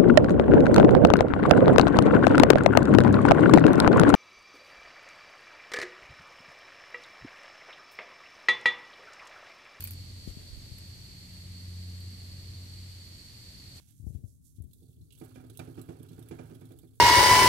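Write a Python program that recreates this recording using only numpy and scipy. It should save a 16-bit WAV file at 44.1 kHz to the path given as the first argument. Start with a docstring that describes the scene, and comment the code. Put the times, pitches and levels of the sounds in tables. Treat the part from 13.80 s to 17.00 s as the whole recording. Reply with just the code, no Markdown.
"""In a quiet room a hamster rustles through paper bedding, while handling of the camera thumps in the
left microphone. Claws begin to tick, and from about 1 s the animal is in a plastic wheel, which starts
to rumble and rub on its axle. It runs at about nine strides a second: each stride excites the modes of
the hollow wheel, the hard ones rattle it, and twice the hub clacks. Near 3 s the running dies away."""
import sys
import numpy as np
from scipy import signal
from scipy.fft import rfft, irfft, next_fast_len
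from scipy.io import wavfile
from scipy.ndimage import map_coordinates

SR = 44100
rng = np.random.default_rng(int(sys.argv[2]) if len(sys.argv) > 2 else 0)


def wrap_up_sound(samples):
    """Save the sound to the file named by the first command line argument, as 16-bit audio."""
    columns = np.atleast_2d(samples).T
    # keep every value between -1 and 1, then stretch to whole-number steps
    tamed = np.clip(columns, -1, 1)
    steps = np.round(tamed * 32767).astype(np.int16)
    wavfile.write(sys.argv[1], SR, steps)


N = 141120
T = np.arange(SR // 2) / SR  # time within one event, t/s

# modes of the rim and axle: (f/Hz, level/dB, T60/s)
RIM_MODES = [(752, -4, 0.19), (955, -10.5, 0.088), (1113, -20.5, 0.14), (1242, -11, 0.12),
             (1424, -8, 0.048), (1520, -16, 0.027), (2060, -20, 0.13), (2384, 2, 0.038)]
# spectrum of the wheel striking its axle: (f/Hz, level/dB)
RATTLE_SPECTRUM = [(200, -4), (500, 2.5), (760, 6.5), (1000, -2), (1500, -5), (2000, -9), (2400, -10),
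                   (2900, -12.5), (4000, -15.5), (6000, -18), (11000, -23), (16000, -54)]


def strides():
    """Impact excitation: paws land in pairs; the wheel booms, its drum knocks and the axle rattles."""
    # strides: (t/s, knock/dB, boom/dB, rattle/dB, rim ring/dB, tilt of the drum modes/dB)
    footfalls = [(1.021, -53, -50.5, -102, -99, 3.5), (1.088, -60, -51, -93, -99, 3),
                 (1.172, -62, -50.5, -105, -100, 3), (1.215, -72, -50, -92, -98, -8),
                 (1.4124, -37.5, -40, -52, -56.5, 6), (1.557, -41.5, -46, -51.5, -52.5, -3.5),
                 (1.597, -60, -44.5, -61, -58.5, -4), (1.639, -44, -50, -60, -82, -3),
                 (1.697, -54.5, -55, -63, -67, 18), (1.7921, -37, -36.5, -43, -57, -3),
                 (1.874, -37.5, -37.5, -53.5, -59.5, 4.5), (1.975, -36, -37.5, -49, -67, 6),
                 (2.087, -36, -33.5, -47.5, -56, 6), (2.197, -42.5, -44, -76, -67, -4),
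                 (2.308, -45.5, -38, -60, -80, 5), (2.38, -41, -38.5, -55, -71, 2),
                 (2.510, -32.5, -34.5, -45.5, -50, 1.5), (2.5879, -37, -40, -45.5, -49, 1),
                 (2.62, -54, -51, -59.5, -66, 5), (2.645, -61, -43.5, -61, -77, 9),
                 (2.708, -39.5, -44, -52.5, -64, -5), (2.750, -48.5, -58, -69, -83, -11),
                 (2.813, -42.5, -43.5, -56, -68, -1.5), (2.906, -42.5, -50, -57.5, -69, 0),
                 (3.031, -47.5, -50, -66.5, -65, 3.5)]
    # modes of the whole wheel swaying on its stand: (f/Hz, level/dB, T60/s)
    stand_modes = [(110.76, -6.5, 0.54), (138.5, 3, 0.13), (158.1, 4, 0.15)]
    # modes of the plastic drum: (f/Hz, level/dB, T60/s)
    drum_modes = [(254.8, -4.5, 0.29), (325, -15, 0.066), (336.2, -2, 0.14), (375.3, -10, 0.079),
                  (402, -13.5, 0.11), (428.4, -8.5, .14), (551, -18.5, 0.079), (604, -20, 0.08),
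                  (732, -33, 0.12), (756, -29.5, 0.33)]
    # spectrum of a paw's thud: (f/Hz, level/dB)
    thud_spectrum = [(60, -14), (130, -8), (205, -20), (270, 10), (400, 9), (520, -5), (760, -5),
                     (950, -47), (2500, -45)]
    paw_gap_s = 0.01479
    knock_onset = rise(0.0028)
    chatter_decay = fade(0.051, hold_s=0.0033) + amp(-3) * fade(0.49)
    chatter_decay *= fade(0.38, hold_s=0.09)  # the loose wheel chatters on, then settles
    out = np.zeros(N)
    for s, knock_db, boom_db, rattle_db, rim_db, tilt_db in footfalls:
        thud = amp(-9.5) * noise(thud_spectrum, size=len(T)) * fade(0.31)
        knock = amp(knock_db) * (ring(drum_modes, tilt_db) + thud)
        boom = amp(boom_db) * rise(0.0084) * ring(stand_modes)
        add(out, s, knock_onset * (knock + boom))
        second_paw_s = s + paw_gap_s + 0.001 * rng.normal()
        add(out, second_paw_s, amp(knock_db - 13.5) * knock_onset * ring(drum_modes, tilt_db))
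        chatter_gain = amp(rattle_db - 4 + 1.7 * wobble(396, size=len(T)))
        chatter = chatter_gain * burst(RATTLE_SPECTRUM, ripple_db=1.5) * chatter_decay
        rim = amp(rim_db + 2) * ring(RIM_MODES)
        add(out, s, rise(0.0014) * (chatter + rim))
    return out


def clacks():
    """Impact across a clearance: after a hard stride the hub falls on its axle and rings the rim."""
    # falls of the hub: (t/s, level/dB)
    falls = [(1.798, -43), (2.593, -54)]
    out = np.zeros(N)
    for s, db in falls:
        rim = ring(RIM_MODES)
        crack = amp(1) * burst(RATTLE_SPECTRUM, ripple_db=1.5) * fade(0.018)
        add(out, s, amp(db) * (rim + crack))
    return out


def tick(scrape_db, rise_s, scrape_hz, ripple_db):
    """Brief contact is broadband: a claw ticks brightly over a scrape pitched by the spot it hits."""
    # spectrum of the tick: (f/Hz, level/dB)
    tick_spectrum = [(2000, -26), (5000, -32), (7500, -2), (10000, 2.5), (12500, 2), (15000, -6),
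                     (16500, -2)]
    # spectrum of a scrape that peaks at 3500 Hz: (f/Hz, level/dB)
    scrape_spectrum = [(1300, -39), (2500, -6), (3050, 7), (3500, 10), (4200, -0.5), (5500, -0.5),
                       (8000, -2), (14000, -23)]
    shifted = [(hz * scrape_hz / 3500, db) for hz, db in scrape_spectrum]
    envelope = rise(rise_s) * (fade(0.039) + amp(-21.5) * fade(0.52))
    click = burst(tick_spectrum, ripple_db)
    scrape = amp(scrape_db) * burst(shifted, ripple_db)
    return envelope * (click + scrape)


def claws():
    """Impact and friction: claws catch on the tread in distinct ticks and scratches."""
    # claw contacts: (t/s, level/dB, relative scrape level/dB, rise/s, scrape f/Hz)
    contacts = [(0.762, -59, 2.5, 0.011, 3820), (0.8208, -48.5, -23, 0.0003, 3970),
                (0.838, -53, -17, 0.00082, 3900), (0.911, -59, -5, .0005, 3930),
                (0.9326, -45, -14, 0.00032, 4000), (1.027, -47, -7, 0.011, 4070),
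                (1.113, -64, -17, 0.00053, 3900), (1.21, -61.5, 5, 0.0073, 4100),
                (1.3045, -58.5, 7.5, 0.0029, 3300), (1.322, -41, -9, 0.0034, 3330),
                (1.35, -51.5, -5, 0.0012, 3100), (1.385, -44, -16, 0.00101, 3860),
                (1.4308, -58, -16, 0.00094, 4500), (1.447, -46, -35, 0.00083, 4000),
                (1.55, -56.5, 1, 0.0016, 3300), (1.698, -44, -4.5, 0.0011, 3860),
                (1.749, -52, -0.5, .003, 3050), (1.7725, -36, -15, 0.00026, 4050),
                (1.792, -41, -3, 0.00028, 4000), (1.849, -51, -13, 0.0027, 2600),
                (1.887, -52.5, -30, 0.00082, 4000), (1.942, -55, -4.5, .002, 3420),
                (1.9923, -51, -1.5, .001, 3150), (2.0148, -40, -16.5, 0.00027, 4040),
                (2.23, -45, -15.5, .0003, 3300), (2.286, -44.5, -2, 0.0067, 3650),
                (2.329, -51, -2, 0.003, 3460), (2.3921, -45.5, -13, 0.00059, 3860),
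                (2.425, -47, -8.5, 0.00089, 3380), (2.4867, -41.5, -14, .0003, 2620),
                (2.747, -46.5, -7.5, 0.0019, 3760), (2.809, -51, -8, 0.0013, 3420),
                (2.853, -48.5, -6.5, 0.0031, 3800), (2.919, -49.5, -9, 0.0011, 4000),
                (2.9872, -44, -14, 0.00056, 3530), (3.154, -55.5, -17, 0.00034, 3570)]
    out = np.zeros(N)
    for s, db, scrape_db, rise_s, scrape_hz in contacts:
        add(out, s, amp(db - 4) * tick(scrape_db + 3, rise_s, scrape_hz, ripple_db=3.5))
    return out


def patter():
    """Superposition of many small impacts: light, irregular claw touches merge into a patter."""
    # strength of the patter: (t/s, level/dB)
    levels = [(.8, -65), (1.05, -61), (1.25, -68), (1.4, -50), (1.62, -59.5), (2.0, -56), (2.45, -59.5),
              (2.9, -59.5), (3.2, -62.5)]
    start_s, touches_per_s, spread_db = 0.97, 55, 3
    touches = [tick(scrape_db=-5.5, rise_s=0.0032, scrape_hz=hz, ripple_db=1.5)
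               for hz in rng.uniform(3400, 4800, 12)]
    out = np.zeros(N)
    for k, (late, strength) in enumerate(rng.random((300, 2))):
        gain = amp(spread_db * (2 * strength - 1))
        add(out, start_s + (k + late) / touches_per_s, gain * touches[k % len(touches)])
    return amp(curve(levels)) * out


def rolling():
    """Rolling and sliding friction: the turning wheel rumbles and its axle rubs."""
    # strength of the rumble: (t/s, level/dB)
    rumble_levels = [(0, -99), (.8, -77), (1.03, -64.5), (1.35, -66), (1.6, -54.5), (2.0, -52),
                     (2.4, -52.5), (2.7, -53), (2.9, -56.5), (3.08, -61.5), (3.2, -63.5)]
    # spectrum of the rumble: (f/Hz, level/dB)
    rumble_spectrum = [(50, -35), (110, 5.5), (160, -2.5), (205, -26), (256, -1), (295, -8), (335, -8),
                       (430, -8), (520, -24.5), (760, -31), (1000, -93), (3000, -83)]
    # strength of the rubbing: (t/s, level/dB)
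    rub_levels = [(0, -100), (1.27, -90), (1.45, -64.5), (1.75, -70.5), (1.9, -63.5), (2.4, -65.5),
                  (2.7, -66.5), (2.95, -73), (3.1, -83), (3.2, -78)]
    # spectrum of the rubbing: (f/Hz, level/dB)
    rub_spectrum = [(300, 11), (750, 6), (1400, 3.5), (2000, -7), (2400, -0.5), (2800, -4), (3600, -6),
                    (6000, -10), (10000, -23), (16000, -36)]
    rumble = amp(curve(rumble_levels) + wobble(24.4)) * noise(rumble_spectrum)
    rub = amp(curve(rub_levels) + 2.5 * wobble(60)) * noise(rub_spectrum)
    return rumble + rub


def bedding():
    """Buckling of thin sheets: paper crinkles when pushed aside and crumples lower when trodden."""
    # pushes through the paper: (peak t/s, rise/s, fall/s, crinkle/dB, crumple/dB)
    rustles = [(-.01, .015, 0.039, -64, -67), (0.099, 0.028, 0.027, -62.5, -70.5),
               (0.188, 0.03, 0.038, -67, -83), (0.288, 0.019, 0.027, -64, -90),
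               (0.345, 0.015, 0.039, -69.5, -77), (0.485, 0.036, 0.064, -66, -103),
               (0.663, 0.019, 0.048, -62, -93), (0.765, 0.0098, 0.023, -68, -89)]
    # spectrum of the crinkling: (f/Hz, level/dB)
    crinkle_spectrum = [(1500, -45), (3500, -11), (6000, 2), (9500, 6), (12500, 5), (16000, -15)]
    # spectrum of the crumpling: (f/Hz, level/dB)
    crumple_spectrum = [(400, -20.5), (700, 2.5), (1100, -10), (1700, -1.5), (2400, -1.5), (3200, 4.5),
                        (4500, 3), (7000, -1), (14000, -31)]
    t = np.arange(N) / SR
    grain = amp(2.1 * wobble(500))
    crinkle, crumple = noise(crinkle_spectrum), noise(crumple_spectrum)
    out = np.zeros(N)
    for s, rise_s, fall_s, crinkle_db, crumple_db in rustles:
        width_s = np.where(t < s, rise_s, fall_s)
        swell = np.exp(-0.5 * ((t - s) / width_s) ** 2)
        out += swell * (amp(crinkle_db) * crinkle + amp(crumple_db) * crumple)
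    return grain * out


def walls(x):
    """Reverberation: the cage walls return dense echoes within a few hundredths of a second."""
    # spectrum of the echoes: (f/Hz, level/dB)
    echo_spectrum = [(100, -14.5), (350, -18), (700, -7), (1500, 11), (16000, -8)]
    tail = noise(echo_spectrum, size=len(T)) * fade(0.06)
    return signal.fftconvolve(x, tail / np.linalg.norm(tail))[:N]


def handling():
    """Damped oscillation: each bump swings the camera body for a few cycles and shakes its case."""
    # bumps on the body: (t/s, level/dB, f/Hz)
    bumps = [(0.198, -34.5, 104.6), (0.226, -34.5, 87), (0.24, -28.5, 89), (0.2668, -18.5, 72.7),
             (0.304, -30.5, 87.5), (.348, -22, 80.4), (.438, -26, 102.7), (.783, -30.5, 100),
             (0.8015, -26.5, 80), (0.84, -30, 76), (1.168, -39, 82), (1.209, -35.5, 83)]
    # spectrum of the shuddering case: (f/Hz, level/dB)
    shudder_spectrum = [(60, 2.5), (130, 5), (220, -7), (400, -18), (700, -32), (950, -53), (1800, -51.5),
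                        (3000, -75)]
    # modes of the case: (f/Hz, level/dB, T60/s)
    case_modes = [(316, 0, 0.077), (435, 1, 0.058), (608, -0.5, 0.029), (724, -3, 0.031)]
    push_s, hard_bump_db, low_cut_hz, right_db = 0.0012, -19.5, 54.5, -31.5
    out = np.zeros(N)
    for s, db, hz in bumps:
        swing = np.sin(2 * np.pi * hz * T) * fade(0.095)
        push = amp(-5.5) * np.exp(-(T / push_s - 2) ** 2)
        shudder = amp(-20.5) * noise(shudder_spectrum, size=len(T)) * fade(0.48)
        add(out, s, -amp(db) * rise(0.0026) * (swing + push + shudder))
        case_db = db - 32 + min(db - hard_bump_db, 0)  # soft bumps barely ring the case
        add(out, s, amp(case_db) * ring(case_modes) * rise(0.0015))
    out = signal.sosfilt(signal.butter(3, low_cut_hz, "high", fs=SR, output="sos"), out)
    return np.array([out, amp(right_db) * out])


def room():
    """Ambient noise: a low rumble and a thin hiss, both largely incoherent between left and right."""
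    # spectrum of the room's rumble: (f/Hz, level/dB)
    rumble_spectrum = [(20, -16), (45, -7.5), (75, 3.5), (120, 2.5), (165, -5.5), (210, -14.5), (260, -7),
                       (350, -23), (480, -38.5), (800, -51), (2000, -54.5)]
    # spectrum of the hiss: (f/Hz, level/dB)
    hiss_spectrum = [(500, -38), (1200, -29), (2500, -31), (3600, -3), (5000, -4.5), (7000, 1.5),
                     (10000, 3), (12500, 4.5), (14500, -8.5), (16000, 9)]
    mid, side = noise(rumble_spectrum), amp(-1) * noise(rumble_spectrum)
    rumble = amp(-61.5) * np.array([mid + side, mid - side])
    hiss_gain = amp(-70 + 2.44 * wobble(17))
    hiss = np.array([amp(-2) * noise(hiss_spectrum), noise(hiss_spectrum)])
    return rumble + hiss_gain * hiss


def ring(modes, tilt_db=0):
    """Modal superposition: damped sines, varied at each blow; positive tilt favours the high ones."""
    pivot_hz, scatter_db, detune = 295, 1, 0.004
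    out = np.zeros(len(T))
    for hz, db, t60 in modes:
        tilt = tilt_db * np.tanh(4 * np.log2(hz / pivot_hz)) / 2
        gain = amp(db + tilt + scatter_db * rng.normal())
        mode_hz = hz * (1 + detune * rng.normal())
        out += gain * fade(t60) * np.sin(2 * np.pi * mode_hz * T)
    return out


def burst(points, ripple_db):
    """Modal overlap: the plastic's dense resonances ripple a noise spectrum, differently at each spot."""
    def response(hz):
        ripple = map_coordinates(rng.standard_normal(256), [hz / 300], mode="wrap")  # knots 300 Hz apart
        return colour(points, hz) * amp(ripple_db * ripple)
    return unit(filtered(rng.standard_normal(len(T)), response))


def noise(points, size=N):
    """Spectral shaping: white noise coloured by (f/Hz, level/dB) points, at rms 1."""
    return unit(filtered(rng.standard_normal(size), lambda hz: colour(points, hz)))


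def filtered(x, response):
    """Linear filtering: the spectrum of x times a frequency response."""
    size = next_fast_len(len(x) + 8192)
    hz = np.fft.rfftfreq(size, 1 / SR)
    return irfft(rfft(x, size) * response(hz), size)[:len(x)]


def colour(points, hz):
    """Gain interpolated between (f/Hz, level/dB) points on a logarithmic frequency axis."""
    f, db = np.transpose(points)
    return amp(np.interp(np.log(hz + 1), np.log(f + 1), db))


def wobble(rate, size=N):
    """Random modulation: a smooth curve with rate knots a second."""
    return map_coordinates(rng.standard_normal(4096), [np.arange(size) * rate / SR], mode="wrap")


def curve(rows):
    """Linear interpolation of (t/s, value) rows at every sample."""
    return np.interp(np.arange(N) / SR, *np.transpose(rows))


def fade(t60, hold_s=0):
    """Exponential decay by 60 dB in t60 seconds, after a hold."""
    return amp(-60 * np.maximum(T - hold_s, 0) / t60)


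def rise(rise_s):
    """Exponential onset with time constant rise_s."""
    return 1 - np.exp(-T / rise_s)


def add(out, s, x):
    """Superposition of x on out, from s seconds on."""
    i = int(np.clip(round(s * SR), 0, N))
    out[i:i + len(x)] += x[:N - i]


def amp(db):
    """Amplitude ratio of a level in decibels."""
    return 10 ** (np.asarray(db) / 20)


def unit(x):
    """Normalisation to rms 1."""
    return x / np.sqrt(np.mean(x ** 2) + 1e-20)


def scene():
    """Time and level differences: the cage faces the right microphone; the left is later and duller."""
    # response from the cage to the left microphone: (f/Hz, level/dB)
    left_response = [(60, -8.5), (110, 0), (200, -14.5), (260, -3), (380, -8), (700, -8), (1300, -25),
                     (4400, -68), (12000, -34)]
    left_lag_s = 0.00052
    background = room() + handling()
    cage = rolling() + bedding() + strides() + clacks() + claws() + patter()
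    left = filtered(cage, lambda hz: colour(left_response, hz) * np.exp(-2j * np.pi * hz * left_lag_s))
    left += amp(-20) * walls(cage)
    right = cage + amp(-14) * walls(cage)
    return np.array([left, right]) + background


def record(dry):
    """Band limiting: the camera passes nothing above 15800 Hz."""
    return np.array([filtered(x, lambda hz: hz < 15800) for x in dry])


dry = scene()
out = record(dry)
wrap_up_sound(out)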